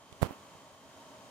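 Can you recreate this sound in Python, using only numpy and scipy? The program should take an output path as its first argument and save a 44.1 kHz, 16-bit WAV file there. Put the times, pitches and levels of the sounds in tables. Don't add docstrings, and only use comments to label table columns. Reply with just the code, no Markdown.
import sys
import numpy as np
from scipy import signal
from scipy.fft import rfft, irfft
from scipy.io import wavfile

SR = 44100
rng = np.random.default_rng(int(sys.argv[2]) if len(sys.argv) > 2 else 0)


def digitize_waveform(pressure):
    field = np.atleast_2d(pressure).T
    bounded = np.clip(field, -1, 1)
    quanta = np.round(bounded * 32767).astype(np.int16)
    wavfile.write(sys.argv[1], SR, quanta)


N = 57330
T = np.arange(N) / SR
HZ = np.fft.rfftfreq(N, 1 / SR)
PORT_DELAY_S = 0.00006


def amp(db):
    return 10 ** (np.asarray(db) / 20)


def unit_rms(x):
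    return x / np.sqrt(np.mean(x ** 2) + 1e-20)


def curve(points):
    hz, value = np.transpose(points)
    return np.interp(np.log(HZ + 1), np.log(hz + 1), value)


def resonance(hz, width_hz):
    return 1 / (1 + 2 * ((HZ - hz) / width_hz) ** 2)


def noise(gain):
    return unit_rms(irfft(rfft(rng.standard_normal(N)) * gain, N))


def wander(rate_hz):
    return noise(1 / (1 + (HZ / rate_hz) ** 4))


def flutter(rate_hz, depth_db):
    return unit_rms(amp(depth_db * wander(rate_hz)))


def airborne_noise(gain):
    # frequency in Hz, left-right likeness from 0 to 1.
    port_likeness = [(60, 1), (300, 0.83), (640, 1), (1400, 0.4), (3100, 0.45), (6800, 0), (15000, 0.22)]
    # frequency in Hz, left minus right in dB.
    port_balance = [(60, -0.5), (700, -0.5), (4400, 0.5), (8000, -1.5), (15000, -11.5)]
    left, unrelated = rfft(rng.standard_normal((2, N)))
    likeness = curve(port_likeness)
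    right = likeness * left + np.sqrt(1 - likeness ** 2) * unrelated
    right *= np.exp(-2j * np.pi * HZ * PORT_DELAY_S)
    lean = amp(curve(port_balance) / 2)
    return unit_rms(irfft(np.array([left * lean, right / lean]) * gain, N))


def distant_rumble():
    # frequency in Hz, relative level in dB.
    air_colour = [(25, -52), (50, -26), (80, -9.5), (200, -6), (380, -8), (560, -7.5), (760, -7.5),
                  (1090, -6), (1350, -12.5), (2400, -17), (3300, -17), (5000, -20), (7500, -22),
                  (11000, -29), (15800, -40)]
    # centre in Hz, width in Hz, level in dB. The top two are a chorus of far insects.
    drone_bands = [(271.3, 14.3, -69), (620, 79, -63.5), (926, 23, -67.5), (1102, 35, -68.5),
                   (3150, 80, -80.5), (6600, 550, -73.5)]
    # time in seconds, gain in dB.
    level_drift = [(0, -3), (.2, 0.5), (.45, 0.9), (.62, .5), (.8, -1.5), (1.0, 1.5)]
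    air = amp(-56.5) * airborne_noise(amp(curve(air_colour)))
    drones = sum(amp(db) * airborne_noise(resonance(hz, width)) for hz, width, db in drone_bands)
    return (air + drones) * amp(np.interp(T, *np.transpose(level_drift)))


def cricket():
    pitch_hz, waver_hz, strokes_per_s, duty = 3114, 4.84, 58.4, 0.9
    hz = pitch_hz + waver_hz * wander(rate_hz=7.8)
    stroke = (strokes_per_s * T + rng.random()) % 1
    pulse = np.sin(np.pi * np.minimum(stroke / duty, 1))
    cycles = np.cumsum(hz) / SR - hz * np.array([[0], [PORT_DELAY_S]])
    return amp(-71.5) * unit_rms(pulse * np.sin(2 * np.pi * cycles))


def wind():
    centre_hz, width_octaves = 103, 0.53
    bass = np.exp(-0.5 * (np.log2((HZ + 1) / centre_hz) / width_octaves) ** 2)
    return amp(-72.5) * np.array([noise(bass) * flutter(rate_hz=18, depth_db=4) for _ in range(2)])


def swell(peak_s, rise_s, t60_s, hold_s=0):
    attack = np.maximum(peak_s - T, 0) / rise_s
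    decay = np.log(1000) * np.maximum(T - peak_s - hold_s, 0) / t60_s
    return np.exp(-attack - decay)


def grip_rustle():
    # frequency in Hz, relative level in dB.
    rustle_colour = [(60, -44), (250, 11), (600, -9.5), (1100, 2), (1700, -14.5), (2800, -10), (5000, -33),
                     (9000, -28), (16000, -28.5)]
    envelope = swell(peak_s=0.24, rise_s=0.015, t60_s=0.37, hold_s=0.072)
    return amp(-48.5) * envelope * airborne_noise(amp(curve(rustle_colour)))


def skin_hiss():
    # peak time in seconds, level in dB, rise and t60 in seconds, tilt in dB per octave.
    slides = [(0.1272, -47, .0007, 0.015, -4.5), (0.219, -43, .0004, 0.013, -7.5),
              (0.2217, -36, 0.00063, 0.029, 3.5), (0.229, -35.5, 0.0053, 0.046, 0),
              (.312, -53, 0.0041, 0.08, 17)]
    # frequency in Hz, relative level in dB.
    hiss_colour = [(300, -19), (1500, -8), (3000, 9.5), (6000, 3), (11000, 5), (16000, -6.5)]
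    octaves = np.log2((HZ + 500) / 5000)
    return sum(amp(db) * swell(peak, rise, t60) * noise(amp(curve(hiss_colour) + tilt * octaves))
               for peak, db, rise, t60, tilt in slides)


def finger_drags():
    # start and length in seconds, level in dB, change over that length in dB.
    drags = [(0.216, 0.0234, -30, -5), (0.239, 0.0371, -33, -3.5), (0.285, 0.048, -51, 3)]
    # frequency in Hz, relative level in dB.
    scrape_colour = [(40, -5), (100, -5), (250, -1.5), (520, 2), (1000, -8), (1800, -12.5), (3500, -21),
                     (7000, -27.5), (12000, -27.5), (16000, -40)]
    edge_s = 0.0027
    envelope = np.zeros(N)
    for start, length, db, change_db in drags:
        gate = np.clip(np.minimum(T - start, start + length - T) / edge_s, 0, 1)
        progress = np.clip((T - start) / length, 0, 1)
        envelope += gate * amp(db + change_db * progress)
    return envelope * noise(amp(curve(scrape_colour))) * flutter(rate_hz=422, depth_db=3.5)


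def finger_bumps():
    # time in seconds, level in dB, contact time in seconds, thud relative to the pulse in dB.
    contacts = [(0.127, -35, 0.00052, -16), (0.2176, -24, 0.00062, -40), (0.2226, -12.5, 0.000067, -39),
                (0.23, -1.5, 0.0001, -11.5), (0.2518, -24.5, 0.00091, -11), (0.2624, -26, 0.00071, -13),
                (0.3095, -22.5, 0.00029, -40), (0.554, -40, .0007, -34)]
    thud_hz, thud_width_s, skin_cutoff_hz = 104, 0.0039, 1840
    pressure = np.zeros(N)
    for time, db, contact_s, thud_db in contacts:
        t = T - time
        pulse = np.exp(-abs(t) / contact_s)
        thud = np.cos(2 * np.pi * thud_hz * t) * np.exp(-(t / thud_width_s) ** 2)
        pressure -= amp(db) * (pulse + amp(thud_db) * thud)
    hollow = amp(6.5 * resonance(hz=630, width_hz=270))
    softness = 1 / (1 + (HZ / skin_cutoff_hz) ** 2)
    return irfft(rfft(pressure) * hollow * softness, N)


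def bass_cut(x, cutoff_hz=54):
    return irfft(rfft(x) / (1 + (cutoff_hz / (HZ + 1)) ** 4), N)


def scene():
    leak_db = -45
    finger = bass_cut(finger_bumps() + finger_drags() + skin_hiss())
    ports = np.array([amp(leak_db) * finger, finger])
    return ports + grip_rustle() + distant_rumble() + cricket() + wind()


def record(dry):
    cutoff_hz = 15900
    lowpass = signal.firwin(511, cutoff_hz, window=("kaiser", 9), fs=SR)
    return signal.oaconvolve(dry, lowpass[None], "same")


dry = scene()
out = record(dry)
digitize_waveform(out)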